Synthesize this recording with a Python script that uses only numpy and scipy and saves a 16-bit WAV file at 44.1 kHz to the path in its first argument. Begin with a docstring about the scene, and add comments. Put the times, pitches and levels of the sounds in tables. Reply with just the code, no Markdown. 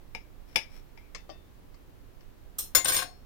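"""A steel knife cuts pancakes on a ceramic plate, close by in a small kitchen: the blade knocks through
to the plate, rubs and squeaks, and light taps let the plate ring. The knife is then laid on the stone
counter; the fork drops beside it, bounces and rattles to rest over a low room rumble. Contacts are
chattering forces that drive coloured noise and decaying modes; rubbing is a train of random slips,
the squeak a wavering sine; a short diffuse echo follows, and the rumble is filtered noise."""
import sys
import numpy as np
from scipy import signal
from scipy.fft import rfft, irfft
from scipy.io import wavfile
from scipy.ndimage import uniform_filter1d

SR = 44100
rng = np.random.default_rng(int(sys.argv[2]) if len(sys.argv) > 2 else 0)


def store_pcm(level_fs):
    """Save levels as 16-bit WAV."""
    pcm = np.round(np.clip(level_fs, -1, 1) * 32767).astype(np.int16)
    wavfile.write(sys.argv[1], SR, np.atleast_2d(pcm).T)


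N = 143325
SIZE = 24000  # samples in the sound of one contact
T = np.arange(SIZE) / SR


def undb(db):
    """Level law: decibels to an amplitude ratio."""
    return 10 ** (np.asarray(db) / 20)


def unit(x):
    """Energy normalisation: each channel is scaled to unit energy."""
    return x / np.sqrt(np.sum(x ** 2, axis=-1, keepdims=True) + 1e-18)


def pan(db):
    """Constant-power panning: gains for a left-over-right level difference in dB."""
    gains = undb(np.array([[db], [-db]]) / 2)
    return gains / np.sqrt(np.mean(gains ** 2))


def colour(x, points):
    """Minimum-phase filtering: a causal response through (frequency [Hz], gain [dB]) points."""
    n = x.shape[-1]
    hz, db = np.array(points, float).T
    log_hz = np.log(np.fft.rfftfreq(n, 1 / SR) + 1)
    gain = undb(np.interp(log_hz, np.log(hz), db))
    # folding the cepstrum onto positive times makes the response causal
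    cepstrum = irfft(np.log(gain), n)
    cepstrum[1:n // 2] *= 2
    cepstrum[n // 2 + 1:] = 0
    return irfft(rfft(x) * np.exp(rfft(cepstrum)), n)


def fade(t60):
    """Exponential decay: amplitude falls by 60 dB in t60 seconds."""
    return np.exp(-np.log(1000) * T / max(t60, 1e-3))


def add(out, start, x):
    """Superposition: a sound is summed into the scene from its start time in seconds."""
    i = max(int(start * SR), 0)
    out[:, i:i + x.shape[1]] += x[:, :N - i]


CHATTER_PER_S, CHATTER_SIZE = 1400, 0.77  # mean rebound rate; initial size against the first touch
TOUCH_CHATTER_S = 0.0012  # decay time constant of a light touch


def contact(chatter_s):
    """Repeated impact: a first touch and a dying burst of tiny random rebounds."""
    rebounds = (rng.random(SIZE) < CHATTER_PER_S / SR) * rng.standard_normal(SIZE)
    force = rebounds * CHATTER_SIZE * np.exp(-T / chatter_s)
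    force[0] = 1
    return unit(force)


CLICK_LIKENESS = 0.24  # share of noise power common to both ears


def click(force, points, t60):
    """High modal density: dense, quickly damped vibration acts as coloured decaying noise."""
    separate = np.sqrt(1 - CLICK_LIKENESS) * rng.standard_normal((2, SIZE))
    common = np.sqrt(CLICK_LIKENESS) * rng.standard_normal(SIZE)
    burst = (separate + common) * fade(t60)
    driven = irfft(rfft(burst) * rfft(force))
    return unit(colour(driven, points))


RING_WANDER, WANDER_S = 0.46, 0.0055  # phase wander [rad rms], its averaging time [s]
RING_SPREAD = 0.61  # largest random phase offset drawn for each ear [cycles]


def ring(force, pitches, modes):
    """Modal decay: modes store contact energy and let it die; phase wanders as the contact shifts."""
    out = 0
    span = max(int(WANDER_S * SR), 1)
    for hz, (db, t60) in zip(pitches, modes):
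        energy = signal.lfilter([1], [1, -fade(t60)[1] ** 2], force ** 2 + 1e-18)
        drift = uniform_filter1d(rng.standard_normal(SIZE), span, mode="wrap")
        wander = RING_WANDER * np.sqrt(span) * drift
        phase = rng.random() + RING_SPREAD * rng.random((2, 1))
        mode = np.sqrt(energy) * np.sin(2 * np.pi * (hz * T + phase) + wander)
        out = out + undb(db) * unit(mode)
    return unit(out)


# spectrum of the room rumble and hiss: (frequency [Hz], level [dB])
FLOOR_COLOUR = [(12, -19.5), (20, 2), (44, -7.5), (93, -9), (163, -17), (330, -18.5), (678, -26.5),
                (4300, -41), (8650, -47.5), (14700, -42.5)]
FLOOR_DB = -52
FLOOR_LIKENESS = 0.063  # power of the common noise against the separate noise
FLOOR_BASS_DB = -7  # bass gain on the left, opposite on the right


def room_tone():
    """Stationary noise: a steady rumble, stronger on the right, under a faint hiss."""
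    noise = rng.standard_normal((2, N)) + np.sqrt(FLOOR_LIKENESS) * rng.standard_normal(N)
    channels = []
    for channel, side in zip(noise, (1, -1)):
        bass_tilt = [(30, side * FLOOR_BASS_DB), (130, 0.005)]
        channels.append(colour(colour(channel, FLOOR_COLOUR), bass_tilt))
    tone = np.array(channels)
    return undb(FLOOR_DB) * tone / tone.mean(0).std()


# echo of counter and cupboards in bands: (frequency [Hz], level [dB], t60 [s])
KITCHEN_BANDS = [(307, 0, 0.11), (1000, -14.5, 0.31), (2500, -6.5, 0.21), (5300, -7, 0.18),
                 (11000, -11.5, 0.18)]
ROOM_CROSS = 0.2  # amplitude fed from the opposite channel


def kitchen(x):
    """Diffuse reverberation: counter and cupboards give a short echo that decays by frequency band."""
    centres, levels, t60s = np.array(KITCHEN_BANDS).T
    noise = rfft(rng.standard_normal((2, SIZE)))
    log_hz = np.log(np.fft.rfftfreq(SIZE, 1 / SR) + 1)
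    echo = np.zeros((2, SIZE))
    for db, t60, weights in zip(levels, t60s, np.eye(len(centres))):
        band = irfft(noise * np.interp(log_hz, np.log(centres), weights))
        build_up = 1 - np.exp(-T / 0.0034)
        echo += undb(db) * band * unit(fade(t60) * build_up)
    return signal.fftconvolve(x + ROOM_CROSS * x[::-1], echo, axes=1)[:, :N]


# path of the blade's squeak on the glaze: (time [s], pitch [Hz], level [dB])
SQUEAK_PATH = [(0.965, 1980, -85), (0.981, 1970, -61), (1.011, 2270, -71), (1.04, 2400, -67),
               (1.07, 2230, -69), (1.11, 2190, -85)]
SQUEAK_JITTER, SQUEAK_PAN_DB = 0.0378, 20  # rms fraction of the pitch; left over right


def squeak():
    """Stick-slip friction: the blade sticks and slips on the glaze at an unsteady pitch."""
    t = np.arange(N) / SR
    when, hz, db = np.array(SQUEAK_PATH).T
    jitter = uniform_filter1d(rng.standard_normal(N), size=100)
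    pitch = np.interp(t, when, hz) * (1 + SQUEAK_JITTER * jitter / jitter.std())
    loud = np.interp(t, when, undb(db), left=0, right=0)
    tone = np.sqrt(2) * np.sin(2 * np.pi * np.cumsum(pitch) / SR)
    return tone * loud * pan(SQUEAK_PAN_DB)


# strokes of the blade through the pancake: (time [s], length [s], level [dB])
RUB_STROKES = [(0.461, 0.19, -59), (0.69, 0.13, -57)]
# spectrum of the rubbing: (frequency [Hz], level [dB])
RUB_SPECTRUM = [(300, -8), (1900, -9.5), (2300, -4), (2700, -12), (4900, -14.5), (5450, -3.5), (6100, -20),
                (16000, -22)]
RUB_GRAINS_PER_S, RUB_PAN_DB = 1700, 8  # mean slip rate; left over right


def rubbing():
    """Granular friction: tiny random slips of the blade swell and fade with each stroke."""
    t = np.arange(N) / SR
    effort = np.zeros(N)
    for start, length_s, db in RUB_STROKES:
        effort += undb(db) * np.sin(np.pi * np.clip((t - start) / length_s, 0, 1))
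    slips = (rng.random(N) < RUB_GRAINS_PER_S / SR) * rng.standard_normal((2, N))
    rub = np.sqrt(N) * unit(colour(slips, RUB_SPECTRUM))  # unit rms
    return rub * effort * pan(RUB_PAN_DB)


# knife laid on the counter, later nudged: (time [s], level [dB], chatter decay [s], left over right [dB])
KNIFE_CONTACTS = [(2.584, -4.5, 0.018, -7), (2.5858, -1, 0.015, 1.5), (2.612, -11.5, 0.032, 2.5),
                  (2.872, -3.5, 0.0052, 1.5)]
# spectrum of the knife's click on stone: (frequency [Hz], level [dB])
KNIFE_CLICK_COLOUR = [(150, -10.5), (1300, -6.5), (2000, -18.5), (3200, -2), (4200, -5), (4600, -19),
                      (5300, 4), (7300, -2.5), (14000, 5), (16000, -8.5)]
# knife mode pitches: (frequency [Hz])
KNIFE_PITCHES = (4221, 5486, 6950, 8549, 10990, 12800, 15300)
# knife modes, one for each pitch: (level [dB], t60 [s])
KNIFE_RING_MODES = [(-8.5, 0.13), (-17, 0.11), (-11, .1), (0.5, .045), (-4, 0.069), (0, .08), (1.5, 0.082)]
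KNIFE_CLICK_T60, KNIFE_RING_DB = 0.077, -1.5  # s; ring against click


def knife_down():
    """Impact excitation: the blade chatters brightly on the stone and its modes ring."""
    out = np.zeros((2, N))
    for start, db, chatter_s, pan_db in KNIFE_CONTACTS:
        force = contact(chatter_s)
        clack = click(force, KNIFE_CLICK_COLOUR, KNIFE_CLICK_T60)
        rings = undb(KNIFE_RING_DB) * ring(force, KNIFE_PITCHES, KNIFE_RING_MODES)
        add(out, start, undb(db) * pan(pan_db) * (clack + rings))
    return out


# single tines heard as the fork rocks:
# (time [s], length [s], pitch [Hz], level [dB], left over right [dB])
TINE_TONES = [(2.8439, 0.011, 8640, -19.5, 8.5), (2.914, .04, 8593, -24.5, 12),
              (2.93, 0.019, 15342, -26, 15), (2.943, 0.03, 12620, -25.5, 2)]
# pitches that ring on once the fork lies still: (frequency [Hz])
REST_PITCHES = (5352, 4344)
# modes of the resting fork, one for each pitch: (level [dB], t60 [s])
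REST_RING_MODES = [(-4.5, 0.38), (-5, 0.37)]
REST_S, REST_DB, REST_PAN_DB = 3.022, -16.5, 12  # start; level; left over right


def fork_singing():
    """Free vibration: single tine modes swell as the fork rocks, then two clear tones ring on."""
    out = np.zeros((2, N))
    for start, length_s, hz, db, pan_db in TINE_TONES:
        swell = np.sin(np.pi * np.clip(T / length_s, 0, 1))
        phase = RING_SPREAD * rng.random((2, 1))
        tone = np.sqrt(2) * np.sin(2 * np.pi * (hz * T + phase))
        add(out, start, undb(db) * pan(pan_db) * swell * tone)
    rest = ring(contact(TOUCH_CHATTER_S), REST_PITCHES, REST_RING_MODES)
    add(out, REST_S, undb(REST_DB) * pan(REST_PAN_DB) * rest)
    return out


# fork hitting the counter: (time [s], clack level [dB], flat ring level [dB], tine ring level [dB],
# handle knock level [dB], chatter decay [s], left over right [dB])
FORK_CONTACTS = [(2.7493, 4.5, 11, -14, 1, 0.0026, 14.5), (2.7522, 1, 11.5, -6, 0.5, 0.0039, 8.5),
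                 (2.7615, 3.5, 5, -15, -7, 0.017, 11), (2.8465, -4.5, -17, -4.5, -8.5, 0.0027, 6),
                 (2.856, 1.5, -8, -21, -3, 0.0016, 11), (2.87, -7, -8, -8, -13.5, 0.015, 0),
                 (2.8827, 1.5, -15, 7, -2.5, .007, 4.5), (2.897, -2, -13, 1.5, -1.5, 0.021, -4.5),
                 (2.9202, -1, -15, 1.5, -6.5, 0.021, 4), (2.944, -0.5, -6, 2, -12, 0.032, 1),
                 (2.9645, 1, -8.5, 4, -10.5, 0.015, 9.5), (2.988, -1.5, -33, -2.5, -4, 0.019, 18),
                 (3.022, -9, -38, -11.5, -3.5, .006, 9)]
# spectrum of the fork's clack on stone: (frequency [Hz], level [dB])
FORK_CLICK_COLOUR = [(250, -1.5), (400, -1), (700, 2.5), (1100, 1), (3200, 5), (7200, -2), (9800, -15),
                     (10900, 5.5), (11900, -32), (12900, 1), (16000, -15)]
# fork mode pitches: (frequency [Hz])
FORK_PITCHES = (1058, 2110, 3270, 3598, 4177, 4838, 5335, 6640, 6985, 8628, 8965, 10568, 11022, 12805,
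                13552, 15342)
# fork modes, one for each pitch: (level landing flat [dB], level landing on the tines [dB], t60 [s])
FORK_RING_MODES = [(-12, -12.5, 0.161), (-15, -14, 0.24), (-22, -13, 0.1), (-7.5, -8, 0.12),
                   (-11, -8, 0.14), (-20.5, -14, 0.23), (-6, -6, 0.077), (-7.5, -5.5, 0.04),
                   (-2, -28, 0.14), (-9.5, 1, 0.087), (-5, -20.5, .05), (-17, -4.5, 0.12),
                   (-5.5, -6, 0.097), (-8, -7.5, 0.069), (-8, -12.5, .11), (-5, -8.5, 0.039)]
# pitches of the handle's knock on stone: (frequency [Hz])
HANDLE_PITCHES = (517, 715, 1085, 1510, 1590)
# handle modes, one for each pitch: (level [dB], t60 [s])
HANDLE_KNOCK_MODES = [(-14.5, 0.11), (-7.5, 0.36), (-1, 0.032), (-6, 0.093), (-3, 0.013)]
FORK_CLICK_T60, FORK_LAG_S = 0.065, 0.00024  # s; delay of the left ear


def fork_down():
    """Modal excitation by place: flat, tine and handle contacts weight modes as the fork bounces and rocks."""
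    out = np.zeros((2, N))
    flat_levels, tine_levels, t60s = np.array(FORK_RING_MODES, float).T
    flat_gains, tine_gains = unit(undb(flat_levels)), unit(undb(tine_levels))
    for start, clack_db, flat_db, tine_db, handle_db, chatter_s, pan_db in FORK_CONTACTS:
        force = contact(chatter_s)
        clack = undb(clack_db) * click(force, FORK_CLICK_COLOUR, FORK_CLICK_T60)
        # the energies of the flat and tine contacts add
        gains = np.hypot(undb(flat_db) * flat_gains, undb(tine_db) * tine_gains)
        modes = zip(20 * np.log10(gains), t60s)
        rings = np.linalg.norm(gains) * ring(force, FORK_PITCHES, modes)
        handle = undb(handle_db) * ring(force, HANDLE_PITCHES, HANDLE_KNOCK_MODES)
        add(out, start, pan(pan_db) * (clack + rings + handle))
    out[0] = np.roll(out[0], int(FORK_LAG_S * SR))  # reaches the left ear later
    return out


# light taps on the plate: (time [s], click level [dB], ring level [dB], board thud level [dB],
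# ring time factor [ratio], left over right [dB])
PLATE_TAPS = [(1.148, -9.5, -15, -30.5, 0.61, 12.5), (1.2923, -26.5, -31.5, -12, 0.58, 13),
              (1.2993, -32.5, -17.5, -19, 1.1, 16), (1.7427, -32, -53, -45, .5, 5),
              (2.208, -35, -38, -50, 0.43, 21)]
# spectrum of the click on the plate: (frequency [Hz], level [dB])
PLATE_CLICK_COLOUR = [(200, -14), (500, 4.5), (850, -6), (1160, 14.5), (1520, -2), (2100, 10),
                      (3800, -10.5), (4350, 6), (6400, 0), (7400, -5.5), (16000, -43)]
# spectrum of the thud of the wooden board: (frequency [Hz], level [dB])
BOARD_THUD_COLOUR = [(200, -5), (320, -1), (480, -7), (640, 10), (850, -5), (1300, -19.5), (16000, -69.5)]
# free plate mode pitches: (frequency [Hz])
PLATE_PITCHES = (1140, 1832, 2654, 3130, 3578, 4340, 4615, 5080, 5800)
# free plate modes, one for each pitch: (level [dB], t60 before the ring time factor [s])
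PLATE_RING_MODES = [(0, 0.1), (-4.5, 0.41), (-4, .25), (-1, 0.03), (-6.5, 0.47), (-15, 0.091), (-0.5, .11),
                    (-6, 0.086), (-5, 0.052)]
PLATE_CLICK_T60, BOARD_T60 = 0.062, 0.058  # s


def tapping():
    """Contact damping: the tapped plate rings and thuds on its wooden board; a firm touch cuts the ring short."""
    out = np.zeros((2, N))
    for start, click_db, ring_db, thud_db, sustain, pan_db in PLATE_TAPS:
        force = contact(TOUCH_CHATTER_S)
        modes = [(db, t60 * sustain) for db, t60 in PLATE_RING_MODES]
        tap = undb(click_db) * click(force, PLATE_CLICK_COLOUR, PLATE_CLICK_T60)
        rings = undb(ring_db) * ring(force, PLATE_PITCHES, modes)
        thud = undb(thud_db) * click(force, BOARD_THUD_COLOUR, BOARD_T60)
        add(out, start, pan(pan_db) * (tap + rings + thud))
    return out


# blade pressed down onto the plate: (time [s], level [dB],
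# brightness [fifth of the dB tilt from 500 to 16000 Hz], plate knock level [dB], left over right [dB])
BLADE_CUTS = [(0.1489, -11.5, -2.5, -15, 12), (0.5587, 4.5, 0.2, -7, 12.5), (0.975, -28.5, -2.5, -47, 11)]
# spectrum of the blade's click: (frequency [Hz], level [dB])
BLADE_CLICK_COLOUR = [(150, -29), (500, -6), (860, 3), (1080, -10.5), (1900, -7), (2300, 3), (2850, -1.5),
                      (3400, 3), (4600, -16), (5050, 1), (7200, -17), (9500, -13), (16000, -25.5)]
# pitches of the blade pressed on the plate: (frequency [Hz])
BLADE_PITCHES = (885, 1700, 2160, 2275, 2345, 3420, 5020, 5110, 5430, 5986)
# modes of the pressed blade, one for each pitch: (level [dB], t60 [s])
BLADE_RING_MODES = [(-9, 0.054), (-11.5, 0.12), (-3.5, 0.024), (1, 0.034), (2, 0.07), (-19, 0.13),
                    (-2, 0.034), (-12, .09), (-7.5, 0.11), (-14, .08)]
# hollow knock of the damped plate under the blade: (frequency [Hz], level [dB])
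PLATE_KNOCK_COLOUR = [(600, -25), (800, -6), (885, -6.5), (1050, -24.5), (4000, -69)]
CUT_CHATTER_S, BLADE_T60, BLADE_RING_DB = 0.0011, 0.06, 2.5  # decay constant; s; ring against click


def cutting():
    """Damped impact: the blade breaks through and knocks on the plate, which the pancake damps."""
    out = np.zeros((2, N))
    for start, db, tilt_db, knock_db, pan_db in BLADE_CUTS:
        force = contact(CUT_CHATTER_S)
        rings = undb(BLADE_RING_DB) * ring(force, BLADE_PITCHES, BLADE_RING_MODES)
        blade = click(force, BLADE_CLICK_COLOUR, BLADE_T60) + rings
        blade = colour(blade, [(500, -2 * tilt_db), (16000, 3 * tilt_db)])
        knock = undb(knock_db) * click(force, PLATE_KNOCK_COLOUR, BLADE_T60)
        add(out, start, pan(pan_db) * (undb(db) * blade + knock))
    return out


CONTACT_DB = -1.5  # impacts and rings against friction


def scene():
    """Superposition: direct sound of impacts and friction, its echo, and the room tone add up."""
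    impacts = cutting() + tapping() + knife_down() + fork_down() + fork_singing()
    direct = undb(CONTACT_DB) * impacts + rubbing() + squeak()
    return direct + kitchen(direct) + room_tone()


TOP_HZ = 15900  # passband edge


def record(dry):
    """Band limiting: the recorder's steep elliptic low-pass removes the extreme treble."""
    low_pass = signal.ellip(8, .2, 70, TOP_HZ, fs=SR, output="sos")  # ripple and rejection in dB
    return signal.sosfilt(low_pass, dry)


dry = scene()
out = record(dry)
store_pcm(out)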